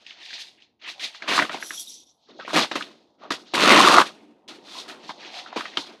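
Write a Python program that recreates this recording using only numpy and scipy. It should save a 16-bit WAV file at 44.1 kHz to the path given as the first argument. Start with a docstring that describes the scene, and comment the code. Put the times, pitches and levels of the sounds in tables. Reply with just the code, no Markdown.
"""A hand works the coated cloth wall of a small shelter: it brushes, crumples and rips open a window flap.
Creases buckle as dense random grains, coloured into drumming panels, folds, crinkle, brushing and sheen.
Single folds snap and a thin rod knocks as noise bursts in broad resonances; sliding along the rod is ringing
friction noise. Short squeaks are noise in narrow resonances. Soft walls add a short tail over a faint floor
of noise. The close microphone rounds the loudest peaks."""
import sys
import numpy as np
from scipy import signal
from scipy.fft import rfft, irfft
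from scipy.io import wavfile
from scipy.ndimage import uniform_filter1d

SR = 44100
rng = np.random.default_rng(int(sys.argv[2]) if len(sys.argv) > 2 else 0)


def to_wav(s):
    """Save 16-bit WAV."""
    ch = np.atleast_2d(s).T  # columns
    pcm = np.round(np.clip(ch, -1, 1) * 32767)  # PCM
    wavfile.write(sys.argv[1], SR, pcm.astype(np.int16))


def attenuation_scalar(level_db):
    """Turn a level in dB into a linear amplitude multiplier (20 dB per decade)."""
    decades = np.asarray(level_db, float) / 20
    return 10 ** decades


N = 264600

# snaps of single folds and knocks: (time [s], peak level of the ring [dB], pitch [Hz])
SNAP_EVENTS = [(.064, -30.5, 2680), (.107, -29, 2500), (.229, -33, 3470), (.305, -32, 1870),
               (.328, -28, 1750), (.377, -40, 3450), (.621, -42, 3020), (.815, -46.5, 2440),
               (.995, -33, 2540), (1.146, -33, 1380), (1.221, -22, 1740), (1.277, -21.5, 1160),
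               (1.377, -5.5, 1100), (1.389, -5, 900), (1.395, -5.5, 1610), (1.422, -10, 1630),
               (1.494, -16.5, 1370), (1.542, -21, 686), (1.625, -19, 1520), (1.706, -19, 1545),
               (2.347, -55, 544), (2.397, -37, 1300), (2.447, -34, 562), (2.478, -22, 1020),
               (2.504, -22, 1110), (2.531, -18.5, 586), (2.56, -12, 520), (2.58, -13, 450),
               (2.623, -14, 3480), (2.713, -19, 1500), (2.754, -16.5, 1050), (2.808, -22, 1300),
               (2.823, -21.5, 2780), (3.235, -34, 641), (3.305, -13, 1080), (3.321, -22.5, 1430),
               (3.535, -16.5, 610), (3.578, -17, 2630), (3.942, -2.5, 1050), (3.982, 2, 1040),
               (4.0, -4, 1050), (4.021, -10, 993), (4.478, -40, 2580), (4.88, -37, 1450), (5.092, -24, 950),
               (5.106, -27, 830), (5.461, -34, 1340), (5.527, -26, 850), (5.56, -20, 610),
               (5.607, -19, 1300), (5.654, -23, 1500), (5.771, -10.5, 2870)]
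# the flap is ripped open:
# (time [s], crinkle level [dB], folds over the crinkle [dB], brushing over the crinkle [dB])
FLAP_RIP = [(3.52, -120, 0, 0), (3.54, -31, 3, 3), (3.585, -26, 3, -1.5), (3.65, -21, 2.5, -3),
            (3.72, -17, 5, -4), (3.77, -16, 3, -5), (3.8, -21, 8, .1), (3.832, -19, 7, -3),
            (3.92, -25, 8, 2.5), (3.945, -24, 11, .1), (4.005, -25, 12, -1.5), (4.018, -34, 13, 4),
            (4.035, -42, 5, 4), (4.06, -55, 3, 3), (4.12, -120, 0, 0)]
# slack panels stirring between the gestures: (time [s], drumming level [dB], folds level [dB])
PANEL_STIR = [(0, -74, -72), (.35, -68, -59), (.6, -70, -73), (.8, -78, -85), (1.0, -66, -54),
              (1.2, -79, -62), (1.5, -59, -51), (1.75, -66, -66), (2.0, -65, -73), (2.2, -84, -74),
              (2.27, -72, -72), (2.31, -56, -70), (2.5, -55, -56), (2.87, -51, -66), (3.14, -70, -70),
              (3.3, -52, -57), (3.5, -57, -62), (4.1, -53, -56), (4.3, -53, -65), (4.42, -64, -68),
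              (4.53, -50, -57), (4.7, -59, -58), (5.0, -51, -54), (5.4, -60, -50), (5.65, -53, -51),
              (6, -59, -68)]
# sliding along the rod: (time [s], hiss level [dB], upper hiss over the hiss [dB])
ROD_SLIDE = [(1.5, -120, 0), (1.58, -60, -8), (1.66, -43, .1), (1.7, -43, -3), (1.78, -41, -4),
             (1.8, -39, 4), (1.854, -46, -2.5), (1.938, -44, -7), (2.016, -51, -12), (2.05, -64, -12),
             (2.092, -60, -21), (2.2, -83, -5), (2.3, -120, 0)]
ROD_SHARE = 0.75      # share of the sliding power that rings in the rod; the rest brushes the cloth


def rms_one(x):
    """Scale to rms 1."""
    return x / np.sqrt(np.mean(x ** 2) + 1e-20)


def in_time(rows, t=None):
    """Columns of a table after its first, interpolated to one value per sample."""
    s, *columns = np.transpose(rows)
    if t is None:
        t = np.arange(N) / SR
    return [np.interp(t, s, column) for column in columns]


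def coloured(x, spectrum):
    """Weight the frequencies of x by a spectrum, then scale to rms 1."""
    hz, db = np.transpose(spectrum)
    bins_hz = np.linspace(1, SR / 2, N // 2 + 1)
    gain_db = np.interp(np.log(bins_hz), np.log(hz), db, left=-90, right=-90)
    return rms_one(irfft(rfft(x) * attenuation_scalar(gain_db), N))


def drift(rate):
    """Slow random wander of rms 1: noise through two equal low-pass poles at rate Hz."""
    r = np.exp(-2 * np.pi * rate / SR)
    noise = rng.standard_normal(N + SR)
    return rms_one(signal.lfilter([1], [1, -2 * r, r * r], noise)[SR:])


def resonance(x, hz, width_hz):
    """Two-pole band-pass with gain 1 on top."""
    r = np.exp(-np.pi * width_hz / SR)
    zeros = [(1 - r * r) / 2, 0, (r * r - 1) / 2]
    poles = [1, -2 * r * np.cos(2 * np.pi * hz / SR), r * r]
    return signal.lfilter(zeros, poles, x)


def sticking_time():
    """A clock for the cloth that stands still just before each snap, then jumps ahead."""
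    hold_s = 0.015      # the cloth sticks this long before a snap lets it go
    t = np.arange(N) / SR
    held = t.copy()
    for s, *rest in SNAP_EVENTS:
        before = (t > s - hold_s) & (t < s)
        held[before] = s - hold_s
    return uniform_filter1d(held, size=60)      # the release takes about a millisecond


def gestures(rows, clock, extra_db):
    """Power of a layer: each gesture swells, fades and settles; extra_db turns the last column into dB."""
    swell_power = 1.40      # amplitude grows as this power of the time since the gesture began
    settle_db, settle_db_per_s = -33, 100      # settling starts this far below and fades this fast
    power = np.zeros(N)
    for s, swell, fade, db, colour_db in rows:
        near = slice(max(int((s - 0.6) * SR), 0), int((s + 0.9) * SR))
        t = clock[near] - s
        grown = np.clip(1 + t / swell, 0, 1)
        main = grown ** (2 * swell_power) * attenuation_scalar(-40 * np.maximum(t, 0) / fade)
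        settling = attenuation_scalar(2 * (settle_db - settle_db_per_s * t)) * (t > 0)
        power[near] += attenuation_scalar(2 * (db + extra_db(colour_db))) * (main + settling)
    return power


def creases(clump_db, clump_rate, ring_db, cycles):
    """Tiny buckles at random moments, of varied size, in clumps; each also rings in a small patch of cloth."""
    # how grainy the creases sound: (time [s], spread of grain sizes [dB])
    grain_spread = [(0, 2), (1.2, -0.5), (1.5, 2.5), (2.2, 2), (2.6, 3.5), (3.2, -3.5), (3.55, 4.2),
                    (4.0, 4.2), (4.4, -4.5), (6, -1)]
    grains_per_s = 6000
    spread_db, = in_time(grain_spread)
    sizes = attenuation_scalar(spread_db * np.minimum(rng.exponential(1, N), 5)) * rng.choice([-1, 1], N)
    buckles = sizes * (rng.random(N) < grains_per_s / SR) * attenuation_scalar(clump_db * drift(clump_rate))
    pitches = np.geomspace(300, 13000, num=28)
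    patch = rng.integers(0, len(pitches), N // 96 + 1).repeat(96)[:N]      # one patch speaks for two ms
    rings = np.zeros(N)
    for k, hz in enumerate(pitches):
        rings += resonance(buckles * (patch == k) + 1e-18, hz, hz / cycles)
    grains = buckles + attenuation_scalar(ring_db) * rings
    return grains / np.sqrt(uniform_filter1d(grains ** 2, size=4000) + 1e-9)      # level evened over 90 ms


def crumpling(clock, coarse, fine):
    """Crumples buckle creases into crinkle and folds, the rip into crinkle; the taut panels drum below."""
    # crumples of the cloth: (peak time [s], swell [s], fade per 20 dB [s], crinkle level [dB],
    # weight = folds over the crinkle [dB])
    crumples = [(0.018, 0.174, 0.085, -65.0, -0.5), (0.071, 0.037, 0.104, -48.5, -17.5),
                (0.108, 0.03, 0.134, -52.5, -10.0), (0.219, 0.109, 0.061, -50.0, -10.0),
                (0.288, 0.122, 0.144, -46.0, -28.0), (0.343, 0.052, 0.054, -44.5, -15.5),
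                (0.383, 0.047, 0.13, -45.0, -15.0), (0.587, 0.02, 0.106, -58.0, -26.5),
                (0.622, 0.028, 0.035, -61.0, -11.0), (0.823, 0.034, 0.133, -52.0, -14.5),
                (0.89, 0.096, 0.063, -37.0, -11.0), (1.014, 0.039, 0.079, -36.5, -19.5),
                (1.048, 0.053, 0.051, -35.0, -9.0), (1.152, 0.063, 0.106, -48.0, -19.0),
                (1.229, 0.036, 0.126, -44.0, 0.0), (1.293, 0.038, 0.122, -28.0, -0.5),
                (1.326, 0.069, 0.081, -24.5, -1.0), (1.381, 0.077, 0.074, -32.0, -4.0),
                (1.426, 0.159, 0.044, -29.0, 2.5), (1.496, 0.018, 0.081, -35.0, -3.0),
                (1.539, 0.036, 0.09, -38.5, 3.0), (1.63, 0.02, 0.06, -48.0, 3.0),
                (1.705, 0.02, 0.1, -47.0, 2.0), (2.307, 0.045, 0.096, -63.5, 7.0),
                (2.405, 0.02, 0.05, -46.0, -4.0), (2.45, 0.016, 0.027, -40.5, -26.5),
                (2.482, 0.03, 0.2, -43.0, 1.5), (2.577, 0.06, 0.056, -20.0, 3.5),
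                (2.636, 0.096, 0.034, -29.0, 1.5), (2.715, 0.008, 0.035, -32.0, 3.0),
                (2.759, 0.008, 0.04, -30.0, 3.0), (2.811, 0.012, 0.13, -46.0, 1.5),
                (3.237, 0.06, 0.12, -57.0, 5.0), (3.307, 0.015, 0.062, -32.5, 3.5),
                (3.471, 0.085, 0.272, -61.5, -0.5), (4.067, 0.067, 0.065, -43.0, 2.5),
                (4.161, 0.122, 0.264, -61.5, -1.5), (4.491, 0.016, 0.11, -46.0, -2.0),
                (4.685, 0.067, 0.13, -55.5, 3.5), (4.799, 0.159, 0.087, -47.5, 0.5),
                (4.9, 0.052, 0.097, -44.0, 1.5), (5.049, 0.075, 0.1, -51.5, -7.0),
                (5.092, 0.012, 0.04, -42.0, 6.0), (5.259, 0.102, 0.089, -43.5, -5.0),
                (5.396, 0.139, 0.058, -42.0, -9.5), (5.474, 0.036, 0.096, -50.0, -0.5),
                (5.536, 0.052, 0.078, -50.0, -1.5), (5.566, 0.012, 0.056, -33.0, 5.0),
                (5.608, 0.069, 0.061, -40.5, -3.5), (5.659, 0.024, 0.056, -41.0, -5.5),
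                (5.741, 0.046, 0.076, -46.5, -4.5), (5.772, 0.008, 0.04, -32.0, 3.0),
                (5.908, 0.147, 0.121, -54.0, 3.5)]
    # colours of panels, folds and crinkle: (frequency [Hz], density [dB per Hz])
    drum_colour = [(40, -42), (100, -26), (200, -7), (330, -5), (450, -9.5), (700, -24)]
    fold_colour = [(300, -26.5), (480, -17.5), (650, 3.5), (780, -1), (1000, 1), (1270, 1), (1500, -1),
                   (2200, -21.5)]
    crinkle_colour = [(900, -39), (1400, -14), (1800, 3), (2100, 3), (2700, 5.5), (3200, 0.5),
                      (4500, -19.5)]
    drum_db, drum_per_weight = -5.0, 1.40      # drumming over the crinkle, more the heavier the crumple
    rip_drum_db = -1.5      # over the crinkle of the rip
    rip_db = in_time(FLAP_RIP, clock)[0]
    stir_drum_db = in_time(PANEL_STIR)[0]
    crinkle = gestures(crumples, clock, lambda weight: 0) + attenuation_scalar(2 * rip_db)
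    folds = gestures(crumples, clock, lambda weight: weight)
    drum = gestures(crumples, clock, lambda weight: drum_db + drum_per_weight * min(weight, 5.0))
    drum = drum + attenuation_scalar(2 * (rip_db + rip_drum_db)) + attenuation_scalar(2 * stir_drum_db)
    low = np.sqrt(drum) * coloured(coarse, drum_colour) + np.sqrt(folds) * coloured(coarse, fold_colour)
    return low + np.sqrt(crinkle) * coloured(coarse + fine, crinkle_colour)


def brushing(clock, fine):
    """Fine grains of the coating under brushes, the rip and part of the slide, with a sheen on top."""
    # brushes over the coating: (peak time [s], swell [s], fade per 20 dB [s], brushing level [dB],
    # sheen over the brushing [dB])
    brushes = [(0.02, 0.105, 0.05, -59.0, -21.5), (0.069, 0.035, 0.174, -47.5, -29.0),
               (0.159, 0.186, 0.355, -55.5, -50.0), (0.261, 0.087, 0.093, -42.5, -23.5),
               (0.342, 0.08, 0.117, -37.0, -27.0), (0.407, 0.051, 0.112, -39.0, -16.0),
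               (0.619, 0.023, 0.073, -55.5, -39.5), (0.84, 0.05, 0.179, -48.5, -52.0),
               (0.905, 0.053, 0.056, -36.0, -18.5), (1.011, 0.037, 0.142, -37.0, -16.0),
               (1.048, 0.052, 0.044, -29.0, -18.0), (1.149, 0.029, 0.091, -44.0, -27.0),
               (1.224, 0.016, 0.074, -42.0, -28.5), (1.294, 0.035, 0.193, -31.5, -16.5),
               (1.359, 0.102, 0.102, -26.0, -12.5), (1.428, 0.187, 0.044, -42.0, -4.0),
               (1.524, 0.033, 0.267, -41.0, -13.5), (2.3, 0.142, 0.345, -59.0, -52.5),
               (2.411, 0.062, 0.382, -49.0, -52.5), (2.5, 0.048, 0.164, -42.0, -13.5),
               (2.576, 0.061, 0.071, -20.5, -11.5), (2.633, 0.092, 0.039, -26.0, -20.5),
               (2.718, 0.014, 0.048, -33.5, -20.5), (2.757, 0.019, 0.109, -34.0, -13.0),
               (2.816, 0.022, 0.273, -54.5, -21.5), (3.237, 0.063, 0.115, -56.5, -50.0),
               (3.314, 0.022, 0.049, -25.0, -15.0), (3.392, 0.057, 0.107, -52.0, -13.0),
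               (3.47, 0.021, 0.414, -51.0, -52.5), (4.069, 0.052, 0.059, -38.0, -13.0),
               (4.15, 0.072, 0.249, -64.0, -9.5), (4.486, 0.012, 0.11, -41.5, -14.5),
               (4.691, 0.076, 0.164, -46.0, -17.5), (4.806, 0.149, 0.061, -38.0, -13.5),
               (4.891, 0.033, 0.082, -41.5, -11.0), (5.05, 0.083, 0.166, -49.5, -20.0),
               (5.105, 0.063, 0.056, -41.0, -22.0), (5.252, 0.119, 0.145, -44.0, -27.5),
               (5.387, 0.118, 0.086, -38.0, -21.5), (5.474, 0.048, 0.057, -47.5, -29.0),
               (5.539, 0.064, 0.128, -52.5, -37.5), (5.572, 0.02, 0.038, -32.5, -20.0),
               (5.61, 0.072, 0.056, -39.5, -13.5), (5.653, 0.046, 0.252, -44.5, -23.5),
               (5.777, 0.026, 0.124, -34.0, -18.0), (5.82, 0.113, 0.207, -56.5, -10.5)]
    # colours of brushing and sheen: (frequency [Hz], density [dB per Hz])
    brush_colour = [(1900, -20.5), (2800, -7.5), (3500, 4.5), (4200, 4), (5200, -4), (6500, -11),
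                    (9000, -43)]
    sheen_colour = [(4500, -9), (6500, -4), (9000, -4), (12000, -13.5), (15000, -22), (16000, -42.5)]
    rip_sheen_db = -10.5      # over the brushing of the rip
    rip_db, _, rip_over_db = in_time(FLAP_RIP, clock)
    rip_brush_db = rip_db + rip_over_db
    slide_db, upper_db = in_time(ROD_SLIDE)
    brush = gestures(brushes, clock, lambda sheen: 0) + attenuation_scalar(2 * rip_brush_db)
    brush = brush + (1 - ROD_SHARE) * attenuation_scalar(2 * slide_db)
    sheen = gestures(brushes, clock, lambda sheen: sheen) + attenuation_scalar(2 * (rip_brush_db + rip_sheen_db))
    sheen = sheen + (1 - ROD_SHARE) * attenuation_scalar(2 * (slide_db + upper_db))
    return np.sqrt(brush) * coloured(fine, brush_colour) + np.sqrt(sheen) * coloured(fine, sheen_colour)


def slack_folds(fine):
    """Slack cloth stirs between the gestures: fine grains in a dull colour."""
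    # dull folds of slack cloth: (frequency [Hz], density [dB per Hz])
    slack_colour = [(350, -22), (600, -2.5), (850, .1), (1100, -9), (1600, -24), (2200, -40)]
    stir_fold_db = in_time(PANEL_STIR)[1]
    return attenuation_scalar(stir_fold_db) * coloured(fine, slack_colour)


def floor_noise():
    """Faint steady noise, strongest in the deep bass."""
    # colour of the floor: (frequency [Hz], density [dB per Hz])
    floor_colour = [(18, -8), (30, 0), (240, -8), (415, -15.5), (800, -11), (1150, -30), (2000, -36),
                    (3880, -32), (8250, -47), (15000, -42)]
    return attenuation_scalar(-77) * coloured(rng.standard_normal(N), floor_colour)


def shelter(x):
    """Soft walls close by: a short diffuse tail of decaying noise with unit energy."""
    t60_s = 0.098
    t = np.arange(SR // 4) / SR
    tail = rng.standard_normal(len(t)) * attenuation_scalar(-60 * t / t60_s) * (t > 0.003)
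    return signal.fftconvolve(x, tail / np.sqrt(np.sum(tail ** 2)))[:N]


def snaps():
    """Each snap or knock: a blow and dying rattle in a broad ring, a push on the panel and a bright crack."""
    ring_t60_s, blow_s = 0.044, 0.0021      # decay of the rattle; moment and half width of the blow
    thump_db, crack_db = -18, -16.5      # low thump and bright crack, relative to the ring's peak
    out, t = np.zeros(N + 8000), np.arange(8000) / SR
    bright = signal.butter(3, [2500, 6000], "band", fs=SR, output="sos")
    rattle = np.minimum(t / 0.0006, 1) * attenuation_scalar(-60 * t / ring_t60_s)
    blow = np.exp(-((t - blow_s) / blow_s) ** 2)
    thump = np.sin(2 * np.pi * 300 * t) * np.minimum(t / 0.0024, 1) * attenuation_scalar(-60 * t / 0.016)
    for s, peak_db, hz in SNAP_EVENTS:
        noise = rng.standard_normal((2, len(t)))
        ringing = noise[0] * (rattle + 1.6 * blow)
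        for width in (0.63, 1.2, 0.91):      # soft cloth: little sound far from the pitch
            ringing = resonance(ringing, hz, width * hz)
        crack = signal.sosfilt(bright, noise[1] * (rattle + 0.38 * blow))
        parts = ringing / abs(ringing).max() + attenuation_scalar(crack_db) * crack / abs(crack).max()
        parts = parts + attenuation_scalar(thump_db) * thump
        at = round(s * SR)
        out[at:at + len(t)] += attenuation_scalar(peak_db) * parts
    soft = signal.butter(2, 6500.0, fs=SR, output="sos")      # cloth is soft: no glassy top
    return signal.sosfilt(soft, out[:N])


def rod(friction, modes):
    """Friction noise ringing in the rod's resonances, each wavering by itself."""
    ringing = np.zeros(N)
    for k, (hz, width_hz, db) in enumerate(modes):
        waver_db = 2.5 * drift(15)
        tone = resonance(friction, hz, width_hz) / np.sqrt(width_hz)
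        ringing += (-1) ** k * attenuation_scalar(db + waver_db) * tone      # alternating sign from mode to mode
    return rms_one(ringing)


def sliding():
    """Flickering friction along the thin rod: a ringing hiss from its lower and upper resonances."""
    # the rod's lower and upper resonances: (frequency [Hz], width [Hz], level [dB])
    rod_low = [(3300, 180, -2.5), (3700, 180, 0), (5050, 500, -6), (5800, 250, 7.5)]
    rod_high = [(8100, 460, 0), (8900, 540, -7.5), (11000, 520, 9), (12360, 520, -10)]
    slide_db, upper_db = in_time(ROD_SLIDE)
    friction = rng.standard_normal(N) * attenuation_scalar(2.5 * drift(25))
    hiss = rod(friction, rod_low) + attenuation_scalar(upper_db) * rod(friction, rod_high)
    return np.sqrt(ROD_SHARE) * attenuation_scalar(slide_db) * hiss


def squeaks():
    """Squeaks and creaks of rubbing: noise twice through a resonance, starting sharply and cut short."""
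    # squeaks and creaks: (time [s], stroke length [s], peak level [dB], pitch [Hz], width [Hz])
    squeak_events = [(1.767, 0.053, -30.5, 3300, 90), (1.87, 0.029, -33.5, 3700, 200),
                     (1.978, 0.033, -44, 6100, 400), (2.09, 0.036, -50.5, 5800, 700),
                     (2.286, 0.038, -42.5, 433, 148), (2.348, 0.036, -43, 332, 149),
                     (2.388, 0.024, -32, 603, 198.6), (2.394, 0.048, -33, 1297, 257.5),
                     (3.217, 0.064, -38, 1160, 247), (3.226, 0.062, -36.5, 630, 200),
                     (4.747, 0.055, -36.5, 1005, 80), (5.336, 0.12, -38.5, 710, 150),
                     (5.456, 0.042, -38.5, 1300, 200), (5.798, 0.064, -39.5, 890, 302)]
    out = np.zeros(N)
    t = np.arange(4000) / SR      # no squeak outlasts 91 ms
    for s, length, peak_db, hz, width_hz in squeak_events:
        stroke = np.clip(t / 0.0023, 0, 1) * np.clip((length - t) / 0.022, 0, 1)
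        rubbing = rng.standard_normal(len(t)) * stroke
        tone = resonance(resonance(rubbing, hz, width_hz), hz, 2 * width_hz)
        at = round(s * SR)
        out[at:at + len(t)] += attenuation_scalar(peak_db) * tone / abs(tone).max()
    return out


def flap_folds(clock, coarse):
    """Folds of the taut flap as it is ripped open: coarse grains in the flap's own colour."""
    # folds of the taut flap: (frequency [Hz], density [dB per Hz])
    flap_colour = [(300, -26), (480, -17), (650, -3), (830, -5), (1100, 3), (1350, .5), (1600, -7),
                   (2200, -22)]
    rip_db, fold_over_db, _ = in_time(FLAP_RIP, clock)
    return attenuation_scalar(rip_db + fold_over_db) * coloured(coarse, flap_colour)


def cloth():
    """Two grain trains shared among the layers, so that neighbouring layers flicker together."""
    clock = sticking_time()
    coarse = creases(clump_db=-0.5, clump_rate=71, ring_db=11.5, cycles=8.9)
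    fine = creases(clump_db=1.5, clump_rate=16, ring_db=8.0, cycles=59.0)
    worked = crumpling(clock, coarse, fine) + brushing(clock, fine)
    return worked + slack_folds(fine) + flap_folds(clock, coarse)


def scene():
    """Cloth, snaps and knocks, sliding and squeaks in the shelter over a faint floor."""
    near = cloth() + snaps() + sliding() + squeaks()
    return (near + attenuation_scalar(-14) * shelter(near) + floor_noise())[None]


def band_limit(x):
    """A steep low-pass at the top of the band."""
    return signal.sosfilt(signal.butter(12, 15680, fs=SR, output="sos"), x)


def record(dry):
    """The microphone drops the deep bass and rounds peaks near full scale."""
    thin = signal.sosfilt(signal.butter(3, 80.0, "high", fs=SR, output="sos"), dry)
    rounded = 0.97 * thin / (1 + np.abs(thin) ** 4) ** 0.25
    return band_limit(rounded)


dry = scene()
out = record(dry)
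to_wav(out)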